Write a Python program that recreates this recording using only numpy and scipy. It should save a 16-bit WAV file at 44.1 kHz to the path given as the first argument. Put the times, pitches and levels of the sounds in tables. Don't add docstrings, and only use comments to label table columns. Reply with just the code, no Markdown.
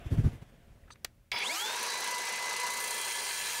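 import sys
import numpy as np
from scipy import signal
from scipy.fft import rfft, irfft, next_fast_len
from scipy.io import wavfile
from scipy.ndimage import uniform_filter1d, map_coordinates

SR = 44100
rng = np.random.default_rng(int(sys.argv[2]) if len(sys.argv) > 2 else 0)


def generate_wav(sig):
    pcm = np.round(np.clip(np.atleast_2d(sig).T, -1, 1) * 32767).astype(np.int16)
    wavfile.write(sys.argv[1], SR, pcm)


N = 158760
T = np.arange(N) / SR

# freq_hz, level_db (per Hz)
BUFFET_COLOUR = [(12, -34), (20, -6), (69, -1.5), (121, 3), (248, -11.5), (281, -12), (315, -16.5),
                 (900, -39.5), (1170, -60), (1980, -120)]
HISS_COLOUR = [(15, -41), (25, -3), (49, -5.5), (137, -13), (228, -18.5), (299, -22), (461, -24),
               (1220, -34), (1590, -32), (2590, -35), (4100, -43), (11400, -49), (15800, -56)]
DISTANT_COLOUR = [(500, -36), (690, 5), (800, -18), (1500, -11), (3600, -15), (4000, -42)]
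BRUSH_COLOUR = [(2650, -21), (4500, -3.5), (5210, -27.5), (5980, -5.5), (10400, -7.5), (15800, -22)]
RUSHING_COLOUR = [(60, -40), (238, -16.5), (300, -23.5), (397, -9.5), (501, -9.5), (762, -11), (962, -1.5),
                  (1080, -7.5), (1460, -10.5), (1680, -6.5), (1890, -12.5), (2030, -8.5), (2180, -8.5),
                  (2620, -10.5), (3640, -14.5), (4090, -10.5), (5280, -13.5), (5930, -11), (10400, -21.5),
                  (15800, -29)]

# time_s, peak_db, fall_s (to about a third)
PUFFS = [(0.066, -39.5, 0.017), (0.126, -22.5, 0.027), (0.189, -24, 0.025), (0.256, -22.5, 0.028),
         (0.331, -40, 0.028), (0.422, -44, 0.0095), (0.491, -69, 0.0094)]
PUFF_RISE = 0.49
PUFF_HISS_DB = -29.5
# time_s, level_db
HISS_LEVEL = [(0, -50.5), (.3, -54), (.6, -58), (.9, -59), (1.3, -68.5), (1.5, -75.5), (3.6, -70)]
DISTANT_START_DB, DISTANT_FALL_DB_PER_S = -56, 31
MIC_HISS_DB = -78
# multiple of the idle pitch, level_db (relative)
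IDLE = [(1, -83), (2, -73), (3, -70.5), (4, -78.5), (5, -81.5), (6, -76.5), (8, -82.5), (14, -79.5)]
IDLE_HZ, IDLE_GAIN_DB = 39.6, 10.0
IDLE_SHARE = 0.64

# time_s, level_db, hold_s, t60_s, centre_hz, width_hz (of one pass of a doubled filter)
CLICKS = [(0.837, -69, 0.003, 0.033, 1900, 400), (0.878, -61.5, .003, 0.073, 1550, 600),
          (0.904, -47.5, 0.0029, 0.036, 1420, 1190), (0.957, -55.5, 0.002, 0.019, 1590, 1500),
          (1.0463, -30, 0.0029, 0.0063, 3270, 11000), (1.047, -42, 0.0023, 0.021, 450, 604),
          (1.048, -33.5, 0.0015, 0.026, 1900, 2600), (1.3163, -32, 0.0029, 0.012, 3020, 3470),
          (1.34, -36, 0.0042, 0.03, 850, 700), (1.389, -45, 0.003, 0.012, 10000, 9000)]
CLICK_RISE_S = 0.00037
KNOCK_DB, KNOCK_HZ = -19.5, 111
# centre_hz, width_hz, level_db (relative)
CREAK_PEAKS = [(3840, 440, -4), (4640, 210, 0), (6100, 130, 1), (8100, 330, -7), (9100, 400, -12)]
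CREAK_S, CREAK_HALF_LENGTH_S, CREAK_DB = .922, 0.016, -56
ECHO_DB, ECHO_T60_S, ECHO_TOP_HZ = -18, 0.11, 5000

# time_s, whine_hz
SPEED = [(1.33, 20), (1.42, 1050), (1.5, 2160), (1.55, 2730), (1.6, 3200), (1.65, 3460), (1.7, 3640),
         (1.75, 3770), (1.83, 3900), (1.95, 3980), (2.11, 4012), (2.4, 4038), (2.8, 4038), (3.6, 4026)]
ON_S, ON_FADE_S = 1.3165, 0.0028

# time_s, bite_db
BITE = [(2.6, -40), (2.78, -0.5), (3.0, 5), (3.3, 6), (3.6, 4.5)]
BUZZ_PER_WHINE = 3 / 140
# multiple of the buzz pitch, level_db (before the bite)
BUZZ = [(20, -55), (24, -60), (28, -59), (31, -59), (36, -60), (37, -58), (38, -59), (39, -61), (47, -58.5),
        (56, -60)]
# pitch_hz, level_db (before bite or chuff)
BLADE = [(7900, -65), (8312, -62), (8856, -56), (8974, -57), (9200, -55.5), (10120, -65), (10616, -65),
         (11400, -68), (15500, -70)]
BLADE_BLUR_HZ = 260

# time_s, level_db (before the shape of each chuff)
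CHUFF_LEVEL = [(1.6, -47), (1.75, -32), (2.3, -33), (2.4, -36.5), (2.6, -31.5), (2.85, -29.5), (3.1, -32.5),
               (3.6, -50)]
CHUFF_S = 2.7
WHINE_PER_TURN = 70
CHUFF_RISE_S, CHUFF_T60_S = 0.0043, 0.053
CHUFF_WEAK_DB = -9.5
CHUFF_SCATTER_DB, CHUFF_JITTER_S = 1.5, .0015
CHUFF_RING_DB = 44.5

BANDS = [0, 1500, 6500, 11000, 20000]
# time_s, lows_db, mids_db, treble_db, top_db (before the trim)
ROAR = [(1.33, -44, -53, -68, -67), (1.39, -40.5, -41.5, -62, -69), (1.451, -40, -39.5, -43, -59),
        (1.58, -51.5, -37.5, -40, -45), (1.681, -41, -37, -45, -52.5), (1.85, -39.5, -35.5, -45.5, -55),
        (2.3, -42, -37, -45, -57), (2.648, -41.5, -36.5, -45.5, -60), (2.8, -41, -38.5, -45, -48),
        (3.1, -44, -38, -43, -50), (3.6, -45, -37, -40, -45.5)]
ROAR_TRIM_DB = -2.5
PATCHY_DB, FLUTTER_DB, BAND_FLUTTER_DB = 1.5, .8, 1.13

# time_s, whine_db, double_pitch_db, half_pitch_db
WHINE = [(1.41, -76, -58, -59), (1.428, -69, -32, -70), (1.452, -70, -42.5, -70), (1.466, -74, -31.5, -68),
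         (1.484, -57, -41, -68), (1.497, -33, -44, -77), (1.515, -37, -44.5, -63), (1.55, -53.5, -46, -45),
         (1.61, -37.5, -54, -75), (1.69, -42, -71, -60), (1.79, -52, -61, -66), (1.9, -45, -79, -47.5),
         (2.1, -55.5, -68, -44), (2.5, -53.5, -74, -40.5), (2.8, -56, -65, -43.5), (3.1, -62.5, -63, -47),
         (3.6, -62, -66, -56)]
# multiple of the whine, level_db (before sag and run-up), blur_hz
ORDERS = [(.121, -59, 40), (.25, -54, 30), (.2815, -57, 10), (.418, -57, 50), (0.698, -64, 48),
          (1.458, -58, 60)]
ORDER_SAG_DB = -4
ORDER_FULL_HZ = 2300
RUNUP_DB, RUNUP_HZ = 7, 500
# rest_hz, slide (Hz per Hz of whine), level_db, start_s, end_s
WHISTLE = [(5050, .45, -46, 1.332, 1.395), (5050, -.3, -53, 1.332, 1.39), (10100, -.46, -59, 1.332, 1.49),
           (10100, .46, -63, 1.39, 1.53), (15200, -.5, -61, 1.332, 1.385)]
WHISTLE_FADE_S = .01
# time_s, pitch_hz, level_db
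HUM = [(1.58, 960, -53.5), (1.68, 968, -53), (2.2, 978, -40), (2.4, 970, -52.5), (2.6, 982.4, -41.5),
       (3.0, 965, -50.5), (3.6, 970, -54.5)]
# centre_hz, width_hz, level_db (relative)
HOUSING = [(850, 130, -13), (1630, 95, -8), (2270, 190, 4.5), (3420, 170, 0.5), (4000, 23, 0),
           (4470, 59, -3), (4800, 170, -5)]
# time_s, level_db
RATTLE_LEVEL = [(1.316, -27), (1.35, -42.5), (1.368, -32.5), (1.43, -37), (1.455, -48), (1.49, -70)]

TOP_HZ, EDGE_HZ = 15800, 150


def amp(db):
    return 10 ** (np.asarray(db) / 20)


def unit(x):
    return x / np.sqrt(np.mean(np.abs(x) ** 2) + 1e-20)


def curves(rows):
    s, *cols = np.transpose(rows)
    return [np.interp(T, s, c) for c in cols]


def wobble(rate):
    return map_coordinates(rng.standard_normal(int(N * rate / SR) + 4), [T * rate])


def filtered(x, response):
    m = next_fast_len(N + SR // 2)
    return irfft(rfft(x, m) * response(np.fft.rfftfreq(m, 1 / SR)), m)[..., :N]


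def rush(colour):
    z = signal.stft(rng.standard_normal(N), nperseg=512)[2]
    patches = uniform_filter1d(rng.standard_normal(z.shape), size=5, axis=0)
    patches = uniform_filter1d(patches, size=8, axis=1)
    noise = signal.istft(z * amp(PATCHY_DB * unit(patches)), nperseg=512)[1][:N]
    f, db = np.transpose(colour)

    def response(hz):
        return amp(np.interp(np.log(hz + 1), np.log(f + 1), db, left=-80, right=-80))
    return unit(filtered(noise, response))


def body(peaks):
    def response(f):
        return sum((-1) ** k * amp(db) * 1j * f * w / (c * c - f * f + 1j * f * w)
                   for k, (c, w, db) in enumerate(peaks))
    return response


def tone(hz, blur_hz, steady):
    fuzz = (wobble(blur_hz) + 1j * wobble(blur_hz)) / np.sqrt(2)
    phase = 2 * np.pi * np.cumsum(hz + 0 * T) / SR
    return np.sqrt(2) * np.real(unit(steady + fuzz) * np.exp(1j * phase))


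def outdoors():
    puffs = sum(amp(db) * np.exp(-((T - s) / np.where(T < s, PUFF_RISE * fall, fall)) ** 2)
                for s, db, fall in PUFFS)
    hiss_db, = curves(HISS_LEVEL)
    hiss = (amp(hiss_db) + amp(PUFF_HISS_DB) * np.sqrt(puffs)) * rush(HISS_COLOUR)
    engine = sum(amp(db + IDLE_GAIN_DB) * np.cos(2 * np.pi * k * IDLE_HZ * T) for k, db in IDLE)
    engine = engine * amp(IDLE_SHARE * (hiss_db - hiss_db[0]))
    distant = amp(DISTANT_START_DB - DISTANT_FALL_DB_PER_S * T) * rush(DISTANT_COLOUR)
    mic_hiss = amp(MIC_HISS_DB) * rng.standard_normal(N)
    return puffs * rush(BUFFET_COLOUR) + hiss + engine + distant + mic_hiss


def trigger():
    creak_shape = np.exp(-((T - CREAK_S) / CREAK_HALF_LENGTH_S) ** 8)
    dry = amp(CREAK_DB) * creak_shape * unit(filtered(rng.standard_normal(N), body(CREAK_PEAKS)))
    for s, db, hold, t60, hz, width in CLICKS:
        fall = amp(db - 60 * np.clip(T - s - hold, 0, 1) / t60)
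        shape = fall * np.clip((T - s) / CLICK_RISE_S, 0, 1)
        push = amp(KNOCK_DB) * np.sin(2 * np.pi * KNOCK_HZ * (T - s)) * np.sqrt(shape * amp(db))
        resonance = body([(hz, width, 0)])
        crack = unit(filtered(rng.standard_normal(N), lambda f: resonance(f) ** 2))
        dry = dry + push + shape * crack
    tail = rng.standard_normal(SR // 4) * amp(-60 * T[:SR // 4] / ECHO_T60_S)
    dulled = filtered(dry, lambda f: 1 / (1 + 1j * f / ECHO_TOP_HZ))
    return dry + amp(ECHO_DB) * signal.fftconvolve(dulled, tail / np.linalg.norm(tail))[:N]


def ringing():
    return sum(amp(db) * tone(hz, BLADE_BLUR_HZ, steady=0.14) for hz, db in BLADE)


def cut(speed):
    buzz = sum(amp(db) * tone(k * BUZZ_PER_WHINE * speed, 25, steady=0.92) for k, db in BUZZ)
    return amp(curves(BITE)[0]) * (buzz + ringing())


def chuffs(speed):
    turns = np.cumsum(speed) / SR / WHINE_PER_TURN
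    turns = np.floor(turns - turns[round(CHUFF_S * SR)])
    at = np.flatnonzero(np.diff(turns))
    draw = rng.standard_normal((N // 200, 2))[:len(at)]
    late = np.round(SR * CHUFF_JITTER_S * draw[:, 0]).astype(int)
    kicks = np.zeros(N + SR)
    kicks[at + late] = amp(CHUFF_WEAK_DB * (turns[at + 1] % 2) + CHUFF_SCATTER_DB * draw[:, 1])
    u = T[:SR // 10]
    one_chuff = amp(-60 * u / CHUFF_T60_S) * (1 - np.exp(-u / CHUFF_RISE_S))
    shape = signal.fftconvolve(kicks, one_chuff)[:N]
    return amp(curves(CHUFF_LEVEL)[0]) * shape * (rush(BRUSH_COLOUR) + amp(CHUFF_RING_DB) * ringing())


def roar():
    noise = rush(RUSHING_COLOUR)
    shared = FLUTTER_DB * wobble(50)
    total = 0
    for db, lo, hi in zip(curves(ROAR), BANDS, BANDS[1:]):
        band = unit(filtered(noise, lambda hz: (hz >= lo) & (hz < hi)))
        total = total + amp(db + ROAR_TRIM_DB + shared + BAND_FLUTTER_DB * wobble(250)) * band
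    return total


def shaft_orders(speed):
    sag_db = ORDER_SAG_DB * amp(curves(BITE)[0])
    runup_db = RUNUP_DB * np.clip((speed.max() - speed) / RUNUP_HZ, 0, 1)
    fade_in = np.clip(speed / ORDER_FULL_HZ, 0, 1) ** 4
    tones = sum(amp(db) * tone(k * speed, blur, steady=0.72) for k, db, blur in ORDERS)
    return tones * amp(sag_db + runup_db) * fade_in


def soft_start_whistle(speed):
    total = 0
    for hz, slide, db, start, end in WHISTLE:
        gate = (T > start) * np.clip((end - T) / WHISTLE_FADE_S, 0, 1)
        total = total + amp(db) * tone(hz + slide * speed, 38.3, steady=3.0) * gate
    return total


def housing_rattle():
    shaken = rng.standard_normal(N) * amp(1.5 * wobble(250))
    return amp(curves(RATTLE_LEVEL)[0]) * unit(filtered(shaken, body(HOUSING)))


def motor(speed):
    whine = sum(amp(db) * tone(k * speed, 30.18, steady=10.0)
                for k, db in zip((1, 2, 1 / 2), curves(WHINE)))
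    hum_hz, hum_db = curves(HUM)
    hum = amp(hum_db) * tone(hum_hz, 35, steady=0.77)
    return hum + whine + shaft_orders(speed) + soft_start_whistle(speed) + housing_rattle()


def scene():
    speed, = curves(SPEED)
    on = np.clip((T - ON_S) / ON_FADE_S, 0, 1)
    saw = on * (cut(speed) + chuffs(speed) + roar() + motor(speed))
    mono = outdoors() + trigger() + saw
    return np.array([mono, mono])


def record(dry):
    return filtered(dry, lambda hz: np.clip((TOP_HZ - hz) / EDGE_HZ + .5, 0, 1) ** 2)


dry = scene()
out = record(dry)
generate_wav(out)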